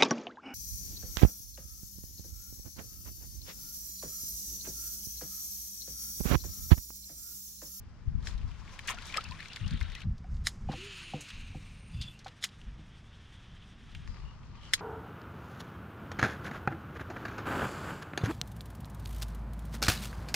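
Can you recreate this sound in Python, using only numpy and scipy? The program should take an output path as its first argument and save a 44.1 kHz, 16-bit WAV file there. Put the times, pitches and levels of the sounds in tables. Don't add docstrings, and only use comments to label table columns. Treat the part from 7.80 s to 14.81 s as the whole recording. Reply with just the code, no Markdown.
import sys
import numpy as np
from scipy import signal
from scipy.fft import rfft, irfft
from scipy.io import wavfile
from scipy.ndimage import uniform_filter1d

SR = 44100
rng = np.random.default_rng(int(sys.argv[2]) if len(sys.argv) > 2 else 0)


def gain_from_db(level_db):
    decades = np.asarray(level_db, float) / 20
    return 10 ** decades


def unload_wav(signal):
    wavfile.write(
        sys.argv[1],
        SR,
        np.round(np.clip(np.atleast_2d(signal).T, -1, 1) * 32767).astype(np.int16),
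    )


N = 309052
T = np.arange(N) / SR


def in_time(rows):
    s, *columns = np.transpose(rows)
    return [np.interp(T, s, c) for c in columns]


def gate(rows):
    fade_in = np.clip((T - rows[0][0]) * 100 + .5, 0, 1)
    fade_out = np.clip((rows[-1][0] - T) * 100 + .5, 0, 1)
    return fade_in * fade_out


def hump(start, end):
    return np.sqrt(np.sin(np.pi * np.clip((T - start) / (end - start), 0, 1)).clip(0))


def rms_one(x):
    return x / np.sqrt(np.mean(x ** 2) + 1e-20)


def colour(x, spectrum, low_hz=1, high_hz=1e5):
    hz, points = np.arange(N // 2 + 1) * SR / N + 1e-3, np.array(spectrum)
    shaped = rfft(x) * gain_from_db(np.interp(np.log(hz), np.log(points[:, 0]), points[:, 1], -90, -90))
    inside = irfft(shaped * (hz > low_hz) * (hz < high_hz), N)
    return irfft(shaped, N) / inside.std()


def drift(rate):
    r = np.exp(-2 * np.pi * rate / SR)
    return rms_one(signal.lfilter([1], [1, -2 * r, r * r], rng.standard_normal(N + SR))[SR:])


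def resonance(x, hz, width):
    r = np.exp(-np.pi * width / SR)
    top_gain = np.array([1, 0, -1]) * (1 - r * r) / 2
    return signal.lfilter(top_gain, [1, -2 * r * np.cos(2 * np.pi * hz / SR), r * r], x)


def double_resonance(x, hz, width):
    return resonance(resonance(x, hz, width), hz, width)


def singing(hz, width):
    low_pass = signal.butter(2, width / 2, fs=SR, output="sos")
    slow = signal.sosfilt(low_pass, rng.standard_normal((2, N)))
    phase = 2 * np.pi * np.cumsum(hz * np.ones(N)) / SR
    return rms_one(slow[0] * np.cos(phase) + slow[1] * np.sin(phase))


def swells(rows):
    return sum(gain_from_db(db + 3.4 * drift(23)) * hump(start, end) * singing(hz, width)
               for start, end, hz, width, db in rows)


def add(out, s, db, sound):
    i = round(s * SR)
    sound = sound[:N - i]
    out[i:i + len(sound)] += gain_from_db(db) * sound / np.abs(sound).max()


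def rustle(rows, spectrum, grain_db, per_s, top_db, bright):
    body_db = in_time(rows)[0]
    top_db = body_db + top_db + 2.7 * drift(10) + bright * (body_db + 59)
    sizes = gain_from_db(4.8 * rng.exponential(1, N).clip(0, 4)) * rng.choice([-1, 1], N)
    grains = (rng.random(N) < per_s / SR) * sizes
    grains = np.convolve(grains, rng.standard_normal(90) * np.hanning(90))[:N]
    raw = rng.standard_normal(N) * gain_from_db(1.8 * drift(14)) + gain_from_db(grain_db) * rms_one(grains)
    hiss = colour(raw, spectrum, low_hz=700, high_hz=6000)
    body = signal.sosfiltfilt(signal.butter(4, 6000, fs=SR, output="sos"), hiss)
    return gate(rows) * (gain_from_db(body_db) * body + gain_from_db(top_db) * rms_one(hiss - body))


# time in seconds, level in dB.
WINDING = [
    [(0.0, -78), (0.36, -76.5), (0.46, -55.5), (0.58, -62.5), (1.15, -57), (1.28, -53.5), (1.61, -59.5),
     (2.2, -59.5), (2.26, -67)],
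    [(2.26, -88), (2.502, -74), (2.722, -66), (2.88, -68)],
    [(4.4, -58.5), (4.446, -66.5), (4.826, -63.5), (4.972, -67.5), (5.326, -64.5), (6.27, -62.5)],
    [(6.27, -57), (6.366, -61), (6.604, -70.5), (6.808, -64), (7.008, -54)],
]
# frequency in Hz, density in dB per Hz.
WET_LINE = [(180, -28), (300, -0.5), (700, -4), (1020, 2), (3240, -4), (4920, -13), (8240, -37),
            (16000, -59)]
GEARS = [(180, -12), (300, 5), (440, -17), (678, -10.5), (1230, -3.5), (1780, 2.5), (2070, -0.5), (3520, 1),
         (4440, -11), (5700, -15), (7440, -27.5), (8790, -28), (16000, -57)]
LATE_GEARS = [(180, -26), (300, -7), (462, -10), (978, -14), (1170, -6), (1340, -12.5), (2980, -13.5),
              (4370, -15.5), (16000, -62.5)]


def winding():
    first, pause, second, last = WINDING
    out = rustle(first, WET_LINE, -8, 600, -9.5, 0.34)
    out += rustle(pause, CREEK, -26, 500, -3.5, .4)
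    out += rustle(second, GEARS, -25, 440, -12.5, .2)
    return out + rustle(last, LATE_GEARS, -2.5, 400, -15.5, .15)


# start and end in seconds, centre and width in Hz, level in dB.
SINGING = [(0.53, 1.596, 1052, 260, -65), (.9, 1.6, 4950, 300, -72), (1.3, 2.25, 9000, 350, -79),
           (1.6, 2.253, 3560, 700, -62.5), (2.896, 3.397, 9300, 503, -68.5),
           (3.097, 4.09, 8760, 355, -76.5), (3.915, 4.382, 8970, 500, -73.5), (4.136, 4.33, 3460, 120, -58),
           (4.119, 4.382, 2730, 220, -61), (4.121, 4.3, 4750, 300, -67), (4.14, 4.382, 11800, 900, -83),
           (4.958, 6.28, 3267, 597, -70), (6.26, 6.417, 5000, 200, -70), (6.42, 6.554, 2850, 150, -68),
           (6.762, 6.94, 3060, 350, -64), (6.295, 7.046, 1050, 350, -65)]


def line_and_gears_sing():
    return swells(SINGING)


# time in seconds, level in dB, song of the first guide in Hz.
CAST = [
    (2.88, -60, 2783),
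    (2.964, -49.5, 2704),
    (3.074, -47, 2800),
    (3.344, -49.5, 2725),
    (3.616, -53, 2638),
    (3.746, -58, 2502),
    (4.048, -63.5, 2510),
    (4.28, -59, 2910),
    (4.4, -67, 2690),
]
# frequency in Hz, density in dB per Hz.
GUIDES = [(900, -23), (1500, -15.5), (2100, -16.5), (3500, -15), (5900, -22.5), (8000, -22), (10500, -31.5),
          (16000, -43)]
# multiple of the first guide, width in Hz, level in dB.
GUIDE_SONG = [(1, 650, -3.5), (1.522, 700, -14.5), (2.45, 890, -18)]


def cast():
    out = gain_from_db(-4.5) * rustle(CAST, GUIDES, -19, 900, -12.5, -.3)
    line_db, guide_hz = in_time(CAST)
    for multiple, width, db in GUIDE_SONG:
        out += gate(CAST) * gain_from_db(line_db + db + 1) * singing(multiple * guide_hz, width)
    return out


# time in seconds, turns per second, level in dB.
SPOOL = [
    (2.97, 330, -53),
    (3.005, 378, -54.5),
    (3.07, 412, -55),
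    (3.17, 367, -66.5),
    (3.33, 330, -71),
]


def spool():
    hz, level_db = in_time(SPOOL)
    hum = np.sqrt(2) * np.sin(2 * np.pi * np.cumsum(hz) / SR)
    return gate(SPOOL) * gain_from_db(level_db + 2.5 * drift(34)) * hum


# time in seconds, peak in dB, rattle t60 in seconds, lead-in in dB,
# lower and upper catch mode in Hz.
LATCH = [
    (0.4705, -27, 0.098, -18, 1750, 2400),
    (2.6689, -13, 0.075, -17, 1990, 3750),
    (4.626, -31, 0.041, -30, 3000, 3400),
    (4.6391, -16, 0.085, -13, 2130, 2900),
    (6.9347, -9, 0.055, -39, 1900, 3260),
]
# frequency in Hz, width in Hz, level in dB.
REEL = [(800, 400, -10), (5300, 500, -4), (7000, 800, -13), (8900, 800, -14)]
# frequency in Hz, width in Hz, level in dB.
RATTLE = [(2000, 600, -3), (3400, 500, -1), (4000, 400, 1), (4900, 600, 0), (6600, 900, -3),
          (9000, 1200, -14)]


def latch():
    catch_width_hz, upper_mode_db, rattle_db = 560, 0, -0.5
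    second_contact_db, snap_top_hz = -11, 10500
    out, t = np.zeros(N), T[:SR // 7] - 1323 / SR
    for s, peak_db, t60, lead_db, low_hz, upper_hz in LATCH:
        shape = gain_from_db(second_contact_db) * np.exp(-((t - .0047) / .001) ** 2)
        shape += np.where(t > 0, gain_from_db(-9 - 60 * t / t60), gain_from_db(lead_db + 60 * t / .06))
        scrape = rng.standard_normal(len(t)) * shape
        rattle = sum(gain_from_db(db) * resonance(scrape, hz, width) for hz, width, db in RATTLE)
        push = np.zeros(len(t))
        push[[1350, 1374]] = 1, .9
        modes = [(low_hz, catch_width_hz, 0), (upper_hz, catch_width_hz, upper_mode_db)] + list(REEL)
        snap = sum(gain_from_db(db) * resonance(resonance(push, hz, width), hz, 2 * width) for hz, width, db in modes)
        mix = snap / np.abs(snap).max() + gain_from_db(rattle_db) * rattle
        dull = signal.butter(2, snap_top_hz * gain_from_db(0.35 * (peak_db + 13)), fs=SR)
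        add(out, s + t[0], peak_db, signal.lfilter(*dull, mix))
    return out


# start in seconds, length in seconds, level in dB, centre in Hz.
SPLASH = [(1.074, .06, -45, 1900), (1.09, .03, -48, 4870), (1.096, 0.037, -45, 1050),
          (1.332, 0.06, -46.5, 1270), (1.36, 0.041, -47.5, 576), (2.891, .05, -56, 500),
          (2.912, .04, -50, 750), (3.34, .08, -57, 350), (4.641, .006, -33, 6300), (4.645, .01, -36, 2400),
          (4.459, .03, -52, 1100), (1.082, .02, -43, 1400), (1.362, .025, -45, 1500)]


def splash():
    sizes = gain_from_db(4.4 * rng.exponential(1, N).clip(0, 3.5)) * rng.choice([-1, 1], N)
    grains = (rng.random(N) < 3000 / SR) * sizes
    out = np.zeros(N)
    for s, length, db, hz in SPLASH:
        age = np.clip((T - s) / length, 0, 9)
        envelope = age ** 0.36 * np.exp(-2 * age ** 2)
        out += gain_from_db(db + 9.0) * envelope * rms_one(double_resonance(grains, hz, 1.3 * hz))
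    return out


# time in seconds, drops per second, level in dB.
SPRAY = [
    (.85, 170, -70.5),
    (1.1, 500, -62.5),
    (1.4, 500, -60.5),
    (1.8, 600, -62),
    (2.24, 600, -62),
]


def spray():
    per_s, level_db = in_time(SPRAY)
    born = rng.random(N) < 1.6 * per_s * gain_from_db(6 * drift(18)) / SR
    sizes = born * gain_from_db(2.5 * rng.exponential(1, N).clip(0, 2.5)) * gate(SPRAY) + 1e-18
    dealt = rng.integers(0, 20, N)
    rings = np.zeros(N)
    for k, hz in enumerate(np.geomspace(1300, 4300, 20)):
        rings += resonance(resonance(sizes * (dealt == k), hz, .07 * hz), hz, .2 * hz) / np.sqrt(hz)
    return gain_from_db(level_db - 1.5) * rms_one(rings)


# start and end in seconds, centre and width in Hz, level in dB.
GURGLE = [(1.18, 1.33, 2300, 900, -60), (1.2, 1.33, 3600, 700, -62), (1.42, 1.5, 2800, 1300, -59),
          (1.54, 1.62, 2500, 1200, -61), (1.66, 1.75, 2800, 900, -60), (1.78, 1.88, 2800, 800, -60),
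          (1.81, 1.9, 1300, 500, -65), (1.91, 1.99, 1900, 700, -62), (1.9, 2, 3400, 800, -62),
          (2.05, 2.12, 2500, 1800, -61), (2.15, 2.21, 2000, 600, -59), (.45, .54, 1500, 900, -62),
          (.6, 1.05, 2500, 2000, -66)]


def gurgle():
    return swells(GURGLE)


# time in seconds, peak in dB, pitch in Hz, t60 in seconds, rise per second.
BUBBLES = [(1.097, -34, 1024, 0.047, 2), (1.137, -49, 680, 0.057, 3.1), (1.38, -25, 1230, 0.032, 6.8),
           (1.512, -43, 970, 0.098, 4.4), (1.176, -44, 1350, .06, 6), (1.297, -42, 2200, .03, 8),
           (1.341, -33, 2400, .02, 5), (1.45, -42, 2500, .025, 12), (1.6, -41, 1750, .04, 8),
           (1.7, -46, 2700, .04, 6), (1.84, -46, 2700, .04, 8), (2.16, -44, 1900, .05, 6),
           (2.443, -50, 720, .04, 3)]


def bubbles():
    out, t = np.zeros(N), T[:SR // 6]
    for s, peak_db, hz, t60, rise in BUBBLES:
        tone = np.sin(2 * np.pi * hz * (t + rise * t * t / 2))
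        add(out, s, peak_db, tone * gain_from_db(-60 * t / t60) * (1 - np.exp(-t / 0.0052)))
    return out


# time in seconds, peak in dB, centre in Hz, decay t60 in seconds.
TICKS = [(0.9909, -30.5, 2050, 0.017), (1.0735, -31, 6000, 0.035), (1.0895, -21, 2000, 0.014),
         (1.145, -38, 4700, 0.015), (1.083, -22.5, 1900, 0.02), (1.1714, -41, 1500, 0.04),
         (1.0985, -27, 2100, .02), (1.104, -31, 6500, .02), (1.118, -30, 2300, .03),
         (1.1855, -32, 2500, .012), (1.3237, -33, 2930, .02), (1.366, -33, 2800, .02),
         (1.44, -36, 4500, .015), (1.487, -43, 5000, .012), (1.591, -38, 1800, .03),
         (1.6834, -38, 3500, .015), (1.768, -33, 1800, .03), (1.936, -41, 5000, .012),
         (2.0045, -35, 3300, .012), (2.027, -41, 4000, .02), (2.1, -39, 3500, .015),
         (2.204, -39, 3200, .015), (1.2222, -37, 3590, 0.022), (1.2541, -39, 5500, 0.02),
         (1.268, -43, 9000, 0.018), (1.3408, -28, 2500, 0.03), (1.3714, -19, 4600, 0.01),
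         (1.4072, -33, 2570, 0.03), (1.51, -33.5, 4000, 0.013), (1.52, -33.5, 2350, 0.035),
         (1.6042, -34.5, 2010, 0.037), (1.628, -34.5, 2150, 0.015), (1.657, -34, 2320, 0.015),
         (1.732, -35, 3430, 0.016), (1.7598, -28, 3000, 0.022), (1.862, -37, 2940, 0.043),
         (1.878, -34.5, 3760, 0.027), (1.9076, -34.5, 3380, 0.033), (1.973, -39, 2550, 0.04),
         (2.011, -29, 1850, 0.04), (2.1192, -37.5, 2000, 0.014), (2.1505, -31, 2500, 0.025),
         (2.2175, -36.5, 2580, 0.025)]
SPARSE_TICKS = [(0.508, -44, 3280, 0.031), (.4258, -46, 3490, .02), (.484, -44, 4500, .03),
                (.6133, -48, 2700, .02), (.7141, -45, 2800, .02), (2.544, -53, 4000, .03),
                (2.567, -52, 3800, .03), (0.5774, -45, 3430, 0.051), (0.877, -45, 2260, 0.044),
                (2.38, -51, 4370, 0.04), (2.442, -51, 1590, 0.021), (2.9176, -37, 3530, 0.14),
                (3.4071, -36.5, 6500, 0.091), (3.487, -38, 3980, 0.053), (3.5032, -35, 2650, 0.033),
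                (4.1455, -50, 2510, 0.045), (4.213, -31, 3540, 0.098), (4.3906, -46, 4200, 0.049),
                (4.445, -43, 4470, 0.072), (4.467, -41, 3180, 0.053), (4.4804, -38.5, 3250, 0.04),
                (4.689, -45, 3180, 0.036), (4.8145, -41.5, 2740, 0.021), (6.1155, -52, 3240, 0.04),
                (6.1487, -36, 2200, 0.03), (6.6313, -51, 2340, 0.047), (6.832, -47, 3020, 0.048)]


def ticks():
    out, t = np.zeros(N), T[:SR // 8]
    for s, peak_db, hz, t60 in list(TICKS) + list(SPARSE_TICKS):
        burst = rng.standard_normal(len(t)) * gain_from_db(-60 * t / t60) * (1 - np.exp(-t / 0.0004))
        crack = resonance(resonance(burst * gain_from_db(-60 * t / .01), 3600, 5000), 3000, 3500)
        add(out, s, peak_db - 1.5, double_resonance(burst, hz, 0.64 * hz) + gain_from_db(-10) * crack)
    return out


# time in seconds, peak in dB, deep modes in dB, late mode in dB.
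KNOCK = [
    (2.889, -30.5, 5.5, -12),
    (2.936, -39, 2, -10),
    (3.336, -31.5, 4, -10.5),
    (3.747, -45.5, 11.5, -10),
    (4.461, -35.5, -18, -19.5),
    (4.987, -59.5, 18, -6),
]
# frequency in Hz, level in dB, t60 in seconds.
HULL = [(150, 8, 0.16), (205, 21.5, 0.025), (294, -0.5, 0.24), (710, -3, 0.016), (770, 1, 0.036),
        (1002, -22, 0.03), (1380, -14, 0.012)]


def hull():
    out, t = np.zeros(N), T[:SR // 5]
    for s, peak_db, deep_db, late_db in KNOCK:
        for deep, gain_db in ((False, 0), (True, deep_db)):
            modes = [m for m in HULL if (m[0] < 450) == deep]
            ring = sum(gain_from_db(db + rng.normal(0, 2) - 60 * t / t60) * np.sin(2 * np.pi * hz * t)
                       for hz, db, t60 in modes)
            add(out, s + 0.0075 * deep, peak_db + gain_db, ring * (1 - np.exp(-t / 0.0023)))
        air = np.sin(2 * np.pi * 534 * (t - 1.5 * t * t)) * t * gain_from_db(-60 * t / 0.074)
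        add(out, s + 0.0047, peak_db + late_db - 3, air)
    return out


# time in seconds, peak in dB, pitch in Hz.
THUMPS = [(.281, -27, 75), (.32, -36, 150), (.354, -27, 80), (.555, -30, 50), (.645, -27, 75),
          (1.82, -30, 110), (1.87, -28, 130), (1.92, -27, 140), (1.94, -21, 50), (2.029, -27, 62),
          (2.258, -26, 120), (2.295, -27, 110), (2.283, -23, 90), (2.53, -23, 55), (2.56, -28, 50),
          (2.61, -31, 70), (4.15, -34, 130), (4.17, -32, 60), (4.21, -34, 110), (4.89, -38, 55),
          (6.3, -36, 50), (6.43, -36, 45)]


def thumps():
    out, t = np.zeros(N), T[:SR // 10] - .05
    for s, peak_db, hz in THUMPS:
        push = np.sin(2 * np.pi * hz * t + 0.8) * np.exp(-(t * hz / 0.6) ** 2)
        add(out, s + t[0], peak_db, rng.choice([-1, 1]) * push)
    return out


# frequency in Hz, density in dB per Hz.
GUST = [(11, -19), (18, 0.5), (54, 0.5), (90, -5.5), (130, -19), (300, -53.5)]
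BREEZE = [(50, -53), (90, 2), (150, -2), (230, -6.5), (290, -19), (420, -30), (650, -46), (1200, -68)]
# time in seconds, deep level in dB.
CALM = [(0, -48), (.17, -54), (.45, -39.5), (.76, -57.5), (1.17, -48), (1.75, -57), (2.2, -53),
        (2.71, -49.5), (3.01, -56), (3.4, -54), (3.49, -68), (3.55, -43), (3.75, -43.5), (3.9, -52.5),
        (4.59, -65), (4.95, -54), (5.62, -55), (7.01, -53.5)]
# time in seconds, peak in dB, seconds to fall 10 dB, flutter share in dB.
GUSTS = [(0.282, -29.5, .02, -13), (0.359, -30, 0.0364, -10.5), (.555, -33.5, 0.05, -25),
         (0.646, -32.5, 0.07, -20), (.8, -45, 0.11, -20), (.9, -47, 0.03, -16), (1.5, -42, .06, -10.5),
         (1.851, -30.5, 0.0347, -9), (1.94, -24, 0.0219, -9), (2.029, -27.5, 0.03, -30),
         (2.111, -36, 0.04, -24), (2.27, -34, .03, -3), (2.32, -29.5, 0.0347, -15.5),
         (2.42, -43, 0.05, -12), (2.54, -30, 0.07, -18.5), (2.62, -35, 0.07, -16.5),
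         (2.86, -33.5, 0.08, -10.5), (3.94, -49, 0.24, -9), (4.18, -35.5, 0.07, -8), (4.45, -53, .06, -18),
         (4.89, -42.5, 0.13, -18), (5.74, -49, .06, -10), (6.17, -44, 0.1, -11.5), (6.3, -39, 0.06, -14.5),
         (6.44, -39.5, 0.07, -17), (6.69, -48.5, 0.2, -10.5)]


def wind():
    gust_rise = .7
    gust_flutter_db, gust_top_hz = 4.5, 122
    lean_from_db, lean_db_per_db = -54, 1.15
    calm_db, = in_time(CALM)
    deep_power, flutter_power = gain_from_db(2 * calm_db), 0
    calm_flutter = gain_from_db(-56.5 + 0.25 * (calm_db + 54.5))
    for s, peak_db, fall_s, flutter_db in GUSTS:
        fallen = np.maximum(T - s, (s - T) / gust_rise) / fall_s
        power = gain_from_db(2 * (peak_db - 10 * fallen - 1.3))
        deep_power = deep_power + power
        flutter_power = flutter_power + gain_from_db(2 * flutter_db) * power
    both = []
    for port in range(2):
        parts = [colour(rng.standard_normal(N) * gain_from_db(1.57 * drift(32)), shape) for shape in (GUST, BREEZE)]
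        deep, flutter = [p / np.sqrt(uniform_filter1d(p * p, size=2600) + 0.14) for p in parts]
        low_flutter = resonance(flutter, gust_top_hz, 110)
        both.append(np.sqrt(deep_power) * deep + calm_flutter * flutter
                    + gain_from_db(gust_flutter_db) * np.sqrt(flutter_power) * low_flutter)
    both[0] = both[0] + thumps()
    pan_db = lean_db_per_db * (10 * np.log10(deep_power) - lean_from_db).clip(0)
    lean = np.tanh(pan_db * np.log(10) / 40)
    return np.array([both[0], lean * both[0] + gain_from_db(-3) * both[1]])


# frequency in Hz, density in dB per Hz.
CREEK = [(180, -11), (300, -1), (584, -7), (1280, -5), (4230, -20), (5080, -17), (7440, -28.5),
         (10600, -43), (16000, -58)]


def creek():
    return gain_from_db(-65) * colour(rng.standard_normal(N), CREEK)


# time in seconds, bass from 0 to 1, treble from 0 to 1, lean to the left from 0 to 1.
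APART = [
    (0, 1, 0.96, 0.21),
    (2.25, 0.7, 0.53, 0.33),
    (2.265, 0, 0.03, 0.2),
    (5.92, 0.01, 0.02, 0.3),
    (6.26, 0.96, 0.16, 0.1),
    (6.29, 0.93, 1, 0.19),
    (7.01, 0.6, 1, 0.12),
]


def scene():
    bass, treble, lean = in_time(APART)
    near = winding() + line_and_gears_sing() + cast() + spool() + latch()
    near += splash() + spray() + gurgle() + bubbles() + ticks() + hull() + creek()
    scattered = resonance(near, 5000, 18000)
    for lag in (7, 17, 37, 71):
        taps = np.r_[1, np.zeros(lag - 1), .6]
        scattered = signal.lfilter(taps[::-1], taps, scattered)
    top = signal.sosfilt(signal.butter(8, 11300, "high", fs=SR, output="sos"), scattered)
    blow, blow_side = wind()
    side = treble * gain_from_db(1.5) * (lean * near + scattered) + bass * blow_side
    side += (1 - treble) * (gain_from_db(-46) * scattered + gain_from_db(1.0) * top)
    return np.array([near + blow + side, near + blow - side])


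def band_limit(x):
    return signal.sosfilt(signal.butter(12, 16810, fs=SR, output="sos"), x)


def record(dry):
    mix = signal.sosfilt(signal.cheby2(10, 50, 16900, fs=SR, output="sos"), dry)
    return band_limit(mix)


dry = scene()
out = record(dry)
unload_wav(out)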